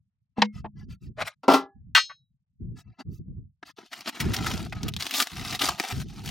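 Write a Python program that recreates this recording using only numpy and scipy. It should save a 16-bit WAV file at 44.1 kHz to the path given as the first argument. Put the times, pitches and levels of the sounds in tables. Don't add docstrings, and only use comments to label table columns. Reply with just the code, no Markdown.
import sys
import numpy as np
from scipy import signal
from scipy.fft import irfft, next_fast_len
from scipy.io import wavfile
from scipy.ndimage import uniform_filter1d

SR = 44100
rng = np.random.default_rng(int(sys.argv[2]) if len(sys.argv) > 2 else 0)


def dump(signal):
    limited = np.clip(np.atleast_2d(signal).T, -1, 1)
    pcm = np.round(limited * 32767).astype(np.int16)
    wavfile.write(sys.argv[1], SR, pcm)


N = 277915
TOP_HZ = 16100

# pitch in Hz, level in dB, time to fall 60 dB in seconds.
TIN_MODES = [(271, 2, .19), (392, -5, .28), (417, -6, .22), (631, -5, .17), (762, -3, .14), (797, -9, .33),
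             (913, -11, .15), (1032, -5, .19), (1257, -10, .14), (1366, 2, .17), (1690, -29, .45),
             (2003, -14, .2), (2670, -9, .11), (4635, -19, .11)]
# frequency in Hz, level in dB.
WALL_TONE = [(120, -25), (270, -4), (540, -15.5), (720, -0.5), (1050, -9), (3100, -3), (5300, -4),
             (8200, -12.5), (16000, -17)]
# start and length in seconds, level in dB,
# swell from start to end in dB, tilt in dB per octave.
PULLS = [(3.764, 0.098, -49, -7.5, -5), (3.909, 0.12, -46.5, -13.5, -2), (4.04, 0.053, -36.5, 15.5, -2.5),
         (4.11, .21, -42, 7.5, -3.5), (4.313, 0.233, -35.5, 2, -2.5), (4.539, 0.13, -42.5, -13.5, -2.5),
         (4.734, 0.16, -45.5, 3, -5.5), (4.982, 0.16, -38.5, -5.5, -0.5), (5.123, 0.103, -26, 4.5, 1),
         (5.223, 0.334, -40, 17.5, -1.5), (5.599, 0.073, -25, -1.5, -1.5), (5.69, 0.081, -38.5, -19.5, -2),
         (5.77, 0.155, -36, 5.5, -2), (5.933, 0.093, -43.5, 1, -1.5), (6.08, 0.14, -51.5, 4, -2),
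         (6.227, .076, -42, -13, -0.5)]


def amp(db):
    return 10 ** (np.asarray(db) / 20)


def unit(x):
    return x / np.sqrt(np.mean(x ** 2) + 1e-20)


def read(points, hz):
    f, value = np.transpose(points)
    return np.interp(np.log(hz + 1), np.log(f + 1), value)


def add(mix, s, sound):
    part = mix[round(s * SR):][:len(sound)]
    part += sound[:len(part)]


def swell(t, rise, length, fall):
    return np.sin(np.pi / 2 * np.minimum(t / rise, 1)) ** 2 * np.exp(-np.maximum(t - length, 0) / fall)


def shaped(x, envelope):
    return unit(x * envelope) * np.sqrt(np.mean(envelope ** 2))


def spectra(x, size):
    return signal.stft(x, SR, nperseg=size, noverlap=size * 3 // 4)


def waveform(z, size):
    return signal.istft(z, SR, nperseg=size, noverlap=size * 3 // 4)[1]


def colour(x, tone, tilt=0, modes=()):
    hz = abs(np.fft.fftfreq(4096, 1 / SR))
    db = read(tone, hz) + tilt * np.log2(np.maximum(hz, 250) / 2000)
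    for centre, width, lift in modes:
        db = db + lift / (1 + (2 * (hz - centre) / width) ** 2)
    minimum_phase = np.exp(np.conj(signal.hilbert(np.log(amp(db)))))
    taps = np.fft.ifft(minimum_phase).real
    return signal.oaconvolve(x, taps / np.linalg.norm(taps))[:len(x)]


def shimmer(n, hz):
    lines = np.zeros(n, complex)
    real, imaginary = rng.standard_normal((2, n))[:, :len(hz)]
    lines[np.round(hz * n / SR).astype(int)] = real + 1j * imaginary
    return unit(irfft(lines, n))


def strikes(blows, modes, tone, fade, spacing_hz, grit=0.94, grit_s=0.0041):
    out, t = np.zeros(N), np.arange(SR // 2) / SR
    slots = np.arange(1, TOP_HZ // spacing_hz)
    weak_hz = (slots + rng.random(N)[:len(slots)]) * spacing_hz
    for s, clatter_db, ring_db, chatter, tilt in blows:
        scrape = grit * rng.standard_normal(len(t)) * np.exp(-np.maximum(t - chatter, 0) / grit_s)
        dense = unit(colour(shimmer(len(t), weak_hz) + scrape, tone, tilt))
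        hz, age, bins = signal.stft(dense, SR, nperseg=128)
        decay = amp(-60 * np.maximum(age - chatter, 0) / read(fade, hz)[:, None])
        clatter = signal.istft(bins * decay, SR)[1][:len(t)]
        ring = np.zeros(len(t))
        for k, (f, db, t60) in enumerate(modes):
            dull_db = min(tilt, 0) * np.log2(f / modes[0][0])
            ring += (-1) ** k * amp(db + dull_db - 60 * t / t60) * np.sin(2 * np.pi * f * t)
        add(out, s, amp(clatter_db) * clatter + amp(ring_db) * ring * (1 - np.exp(-t / 0.004)))
    return out


def flask_clack():
    blows = [(.382, -28, -22, 0.003, -14.5), (.419, -12, -20, 0.0042, 3), (.443, -46, -40, 0.014, 6),
             (.644, -37.5, -37, 0.018, -7)]
    modes = [(208.8, 2, 0.23), (483, -3, 0.12), (920, -17, .05), (2150, -20.5, 0.27)]
    tone = [(150, -23.5), (700, -5.5), (960, 9.5), (1250, -13), (1800, -6), (3800, -13.5), (5400, -20),
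            (8000, -40.5), (16000, -68.5)]
    fade = [(300, 0.065), (12000, 0.028)]
    return strikes(blows, modes, tone, fade, spacing_hz=45)


def wander(x, depth_db=4):
    bins = spectra(x, size=256)[2]
    db = 0
    for bands, frames in (2, 9), (28, 4):
        patches = uniform_filter1d(rng.standard_normal(bins.shape), size=bands, axis=0)
        db += depth_db * np.tanh(unit(uniform_filter1d(patches, size=frames, axis=1)))
    return unit(waveform(bins * amp(db), size=256)[:len(x)])


def shell(x, ring_db=-6, ring_s=0.011):
    t = np.arange(SR // 16) / SR
    tail = rng.standard_normal(len(t)) * np.exp(-t / ring_s)
    taps = (t == 0) + amp(ring_db) * tail / np.linalg.norm(tail)
    return signal.oaconvolve(x, taps / np.linalg.norm(taps))[:len(x)]


def palms(width_hz=70, lift_db=11):
    # midpoint in seconds, level in dB, length in seconds, tilt in dB per octave.
    brushes = [(0.396, -37, 0.077, -7), (0.573, -54.5, 0.13, -1.5), (0.807, -57.5, .13, -2),
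               (0.924, -55.5, 0.11, 0), (1.05, -60.5, 0.13, 1), (2.793, -52.5, 0.099, -0.5),
               (2.918, -63.5, 0.32, -5), (3.006, -38.5, 0.055, -5.5), (3.15, -60, 0.15, 4),
               (3.685, -48.5, 0.1, -1.5)]
    modes = [(hz, width_hz, lift_db) for hz, _, _ in TIN_MODES if hz > 1000]
    out = np.zeros(N)
    for s, db, length, tilt in brushes:
        n = int(length * SR)
        skin = shell(wander(rng.standard_normal(SR // 2)))[-n:]
        add(out, s - length / 2, amp(db) * colour(skin, WALL_TONE, tilt, modes) * np.hanning(n))
    return out


def gusts(rise_s=0.033, fall_s=0.027, lull_db=-65.5):
    # start and length in seconds, level in dB, fine eddies in dB relative to the gust.
    puffs = [(0.529, 0.15, -42, -14.5), (0.724, 0.21, -42, -13), (1.0, 0.098, -39.5, -7.5),
             (1.146, 0.08, -46.5, -6), (1.736, 0.21, -47.5, -29), (2.588, 0.16, -38.5, -5.5),
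             (2.839, 0.05, -46.5, -9.5), (3.043, 0.074, -34, -6), (3.174, 0.034, -36, -3.5),
             (3.25, 0.18, -41, -16), (4.194, 0.15, -36, 10.5), (4.339, 0.3, -40, 4.5),
             (4.663, 0.31, -37, -12), (4.807, 0.043, -34, 7), (5.304, 0.41, -44, -0.5),
             (5.911, 0.1, -30, -5), (6.037, 0.3, -41, -3)]
    power, eddy_power = np.full(N, amp(lull_db) ** 2), np.zeros(N)
    for s, length, db, eddies_db in puffs:
        t = np.arange(int((length + 10 * fall_s) * SR)) / SR
        force = swell(t, rise_s, length, fall_s) * amp(db)
        add(power, s, force ** 2)
        add(eddy_power, s, (force * amp(eddies_db)) ** 2)
    return np.sqrt(power), np.sqrt(eddy_power)


def wind(trim_db=-1, apart=0.5, eddy_peak=(380, 380, 25)):
    # frequency in Hz, level in dB.
    buffet = [(15, -27), (45, 2), (110, 6.5), (200, 0), (350, -21.5), (800, -39)]
    common, side = rng.standard_normal((2, N))
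    lumps = unit(uniform_filter1d(uniform_filter1d(rng.standard_normal(N), size=1200), size=800))
    force, eddies = gusts()
    eddies = eddies * amp(3 * lumps[::-1])
    ports = [force * colour(flow, buffet) + eddies * colour(flow[::-1], buffet, modes=[eddy_peak])
             for flow in (common + apart * side, common - apart * side)]
    return signal.lfilter(*signal.butter(4, 1300, fs=SR), ports) * amp(trim_db + 2 * lumps)


def lid_scrape():
    # time in seconds, level in dB, tilt in dB per octave.
    stroke = [(1.165, -64, 1.5), (1.186, -33.5, -5), (1.21, -31, 0), (1.224, -23.5, -2), (1.243, -51, -0.5),
              (1.279, -33, 5), (1.305, -55, 1.5), (1.345, -63, 1)]
    # frequency in Hz, level in dB.
    rim_tone = [(200, -16.5), (600, -4.5), (2200, -6), (5500, -16), (16000, -38.5)]
    # centre and width in Hz, lift in dB.
    resonances = [(616, 56, 13), (1250, 70, 8.5), (2130, 150, 10.5)]
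    out, t = np.zeros(N), np.arange(N) / SR
    times, levels, tilts = np.transpose(stroke)
    db, tilt = np.interp(t, times, levels), np.interp(t, times, tilts)
    grains = shell(wander(rng.standard_normal(N)))
    for step in range(-6, 7, 2):
        share = np.maximum(1 - abs(tilt - step) / 2, 0)
        out += share * colour(grains, rim_tone, step, resonances)
    return shaped(out, amp(db) * (t > times[0]) * (t < times[-1]))


def tube_clang():
    blows = [(1.433, -45, -45, 0.011, 0), (1.4805, -15, -12.5, .008, -1.5), (1.499, -21, -28, 0.022, -0.82),
             (1.520, -25, -29, .006, 1.5), (1.536, -20.5, -18, 0.012, 2)]
    tone = [(100, -37), (260, -5.5), (520, -8), (950, -4.5), (1400, -12), (1650, -20), (5400, -25),
            (7000, -35.5), (16000, -43)]
    fade = [(300, 0.24), (12000, 0.14)]
    return strikes(blows, TIN_MODES, tone, fade, spacing_hz=30)


def lid_drop():
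    blows = [(1.9497, -13.5, -21, 0.00318, 0), (1.960, -18, -28, .01, 0), (1.976, -20, -23, 0.009, -3),
             (2.096, -47, -38.5, 0.025, -11)]
    modes = [(1150, -3, .08), (1535, 3, .075), (1944, 5, .09), (2147, 1.5, .09), (2554, -6, .1),
             (2703, -1.5, .1), (2805, 1.5, .14), (3183, -2, .16), (3291, -1, .18), (3787, -2, .21),
             (3867, -13, .38), (4266, 2, .22), (4585, -4.5, .14), (5015, -5.5, .13), (5249, -10, .27),
             (5916, -17, .24), (6378, -7, .26), (7650, -16, .2), (8436, -17, .16)]
    tone = [(300, -47), (700, -20.5), (1150, 4), (2000, -1.5), (4400, -7), (6400, -18.5), (11700, -33),
            (16000, -27)]
    fade = [(800, 0.023), (6000, 0.2), (14000, 0.1)]
    return strikes(blows, modes, tone, fade, spacing_hz=170)


def wall_mode(hz=1264, width_hz=160, lift_db=8.5, grip_octaves=0.064):
    return [(hz * 2 ** (grip_octaves * rng.uniform(-1, 1)), width_hz, lift_db)]


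def slips(rise_s=0.002, relative_width=0.77, lift_db=14):
    # start in seconds, level in dB, length in seconds, resonance of the touched spot in Hz,
    # tilt in dB per octave.
    catches = [(3.627, -34.5, 0.0061, 1600, -4.5), (3.928, -32.5, 0.009, 1840, -1),
               (4.09, -28.5, 0.0052, 1510, 3), (4.2, -23.5, 0.012, 1900, 3), (4.335, -25, 0.012, 1980, 3),
               (4.461, -22.5, 0.01, 1550, 0.5), (4.723, -30, 0.0081, 1900, -2.5),
               (4.881, -28, 0.0079, 2920, 6), (5.141, -27.5, 0.019, 3570, 1), (5.196, -25, 0.022, 1530, -2),
               (5.591, -26, 0.0091, 3430, 2), (5.613, -22, 0.0093, 3100, 2.5),
               (5.686, -16.5, 0.007, 1080, 0), (5.801, -21.5, 0.0038, 2070, -8)]
    out, t = np.zeros(N), np.arange(SR // 8) / SR
    for s, db, length, hz, tilt in catches:
        envelope = (1 - np.exp(-t / rise_s)) * np.exp(-(t / length) ** 2 / 2)
        burst = rng.standard_normal(len(t)) * envelope
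        scrape = colour(burst, WALL_TONE, tilt, wall_mode() + [(hz, relative_width * hz, lift_db)])
        add(out, s, amp(db) * unit(scrape) * np.sqrt(np.mean(envelope ** 2)))
    return out


def friction(n, slips_per_s=1800, spread_db=3.5, snags_per_s=95, snag_db=10.5, relax_s=0.0018):
    sizes = amp(spread_db * np.minimum(rng.exponential(1, n), 3)) * rng.choice([-1, 1], n)
    tiny_slips = unit(sizes * (rng.random(n) < slips_per_s / SR))
    grains = wander(tiny_slips + 0.5 * rng.standard_normal(n))
    snags = amp(snag_db) * rng.random(n) * (rng.random(n) < snags_per_s / SR)
    snag_power = signal.lfilter([1], [1, -np.exp(-1 / (relax_s * SR))], snags ** 2)
    crisp = signal.lfilter(*signal.butter(2, 1100, "high", fs=SR), grains[::-1])
    pressure = amp(2 * unit(uniform_filter1d(rng.standard_normal(n), size=700)))
    return unit(grains * pressure + crisp * np.sqrt(snag_power))


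def slide(attack_s=0.024, release_s=0.0099):
    out, t = np.zeros(N), np.arange(SR // 2) / SR
    for s, length, db, swell_db, tilt in PULLS:
        ramp_db = swell_db * (np.minimum(t / length, 1) - 0.5)
        effort = swell(t, attack_s, length, release_s) * amp(db + ramp_db)
        scrape = colour(shell(friction(len(t))), WALL_TONE, tilt, wall_mode())
        add(out, s, shaped(scrape, effort))
    return out


def rustle(level_db=-59, tilt=-0.77):
    moving = np.arange(N) / SR > PULLS[0][0]
    return amp(level_db) * unit(colour(shell(friction(N)), WALL_TONE, tilt, wall_mode())) * moving


def ticks(boost_db=7, tail_db=-19, tail_s=0.0055, relative_width=0.5, lift_db=9):
    # start in seconds, relative level in dB, resonance in Hz.
    snaps = [(4.008, -26.5, 5270), (4.3668, -18.5, 5400), (4.832, -20, 5650), (4.938, -24, 3620),
             (4.965, -17.5, 3550), (5.008, -17.5, 3900), (5.0241, -14.5, 4370), (5.067, -14.5, 3160),
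             (5.11, -16, 2770), (5.1402, -14.5, 2620), (5.2716, -20.5, 2000), (5.799, -9.5, 2320),
             (6.2766, -24, 3070), (6.2908, -19.5, 2960)]
    out, t = np.zeros(N), np.arange(SR // 20) / SR
    for s, db, hz in snaps:
        snap = (t == 0) + amp(tail_db) * rng.standard_normal(len(t)) * np.exp(-t / tail_s)
        tick = colour(snap, WALL_TONE, modes=[(hz, relative_width * hz, lift_db)])
        add(out, s, amp(db + boost_db) * tick)
    return out


def niche(x, side_db=-11.5, scatter_s=0.0022, left_db=-0.02, lead=0.21):
    t = np.arange(SR // 50) / SR
    taps = rng.standard_normal(len(t)) * t * np.exp(-t / scatter_s)
    side = amp(side_db) * signal.oaconvolve(x, taps / np.linalg.norm(taps))[:N]
    quadrature = signal.hilbert(x, next_fast_len(N))[:N].imag
    side -= lead * signal.lfilter(*signal.butter(1, 4000, fs=SR), quadrature)
    return np.array([amp(left_db) * x + side, amp(-left_db) * x - side])


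def suppress(x):
    # frequency in Hz, level in dB under which the sound fades away.
    threshold = [(100, -68.5), (1000, -78.5), (14000, -93)]
    hz, _, bins = spectra(x, size=1024)
    power = (abs(bins) ** 2).mean(0)
    gain = power / (power + amp(read(threshold, hz))[:, None] ** 2)
    return waveform(bins * gain, size=1024)[:, :N]


def scene():
    flask, tube, lid = flask_clack(), tube_clang(), lid_drop()
    container = slide() + rustle() + slips() + ticks()
    hands = lid_scrape() + palms()
    return niche(flask) + niche(tube) + niche(lid) + niche(container + hands) + wind()


def record(dry):
    lowpass = signal.firwin(511, TOP_HZ, window=("kaiser", 9), fs=SR)
    return signal.oaconvolve(suppress(dry), lowpass[None], "same")


dry = scene()
out = record(dry)
dump(out)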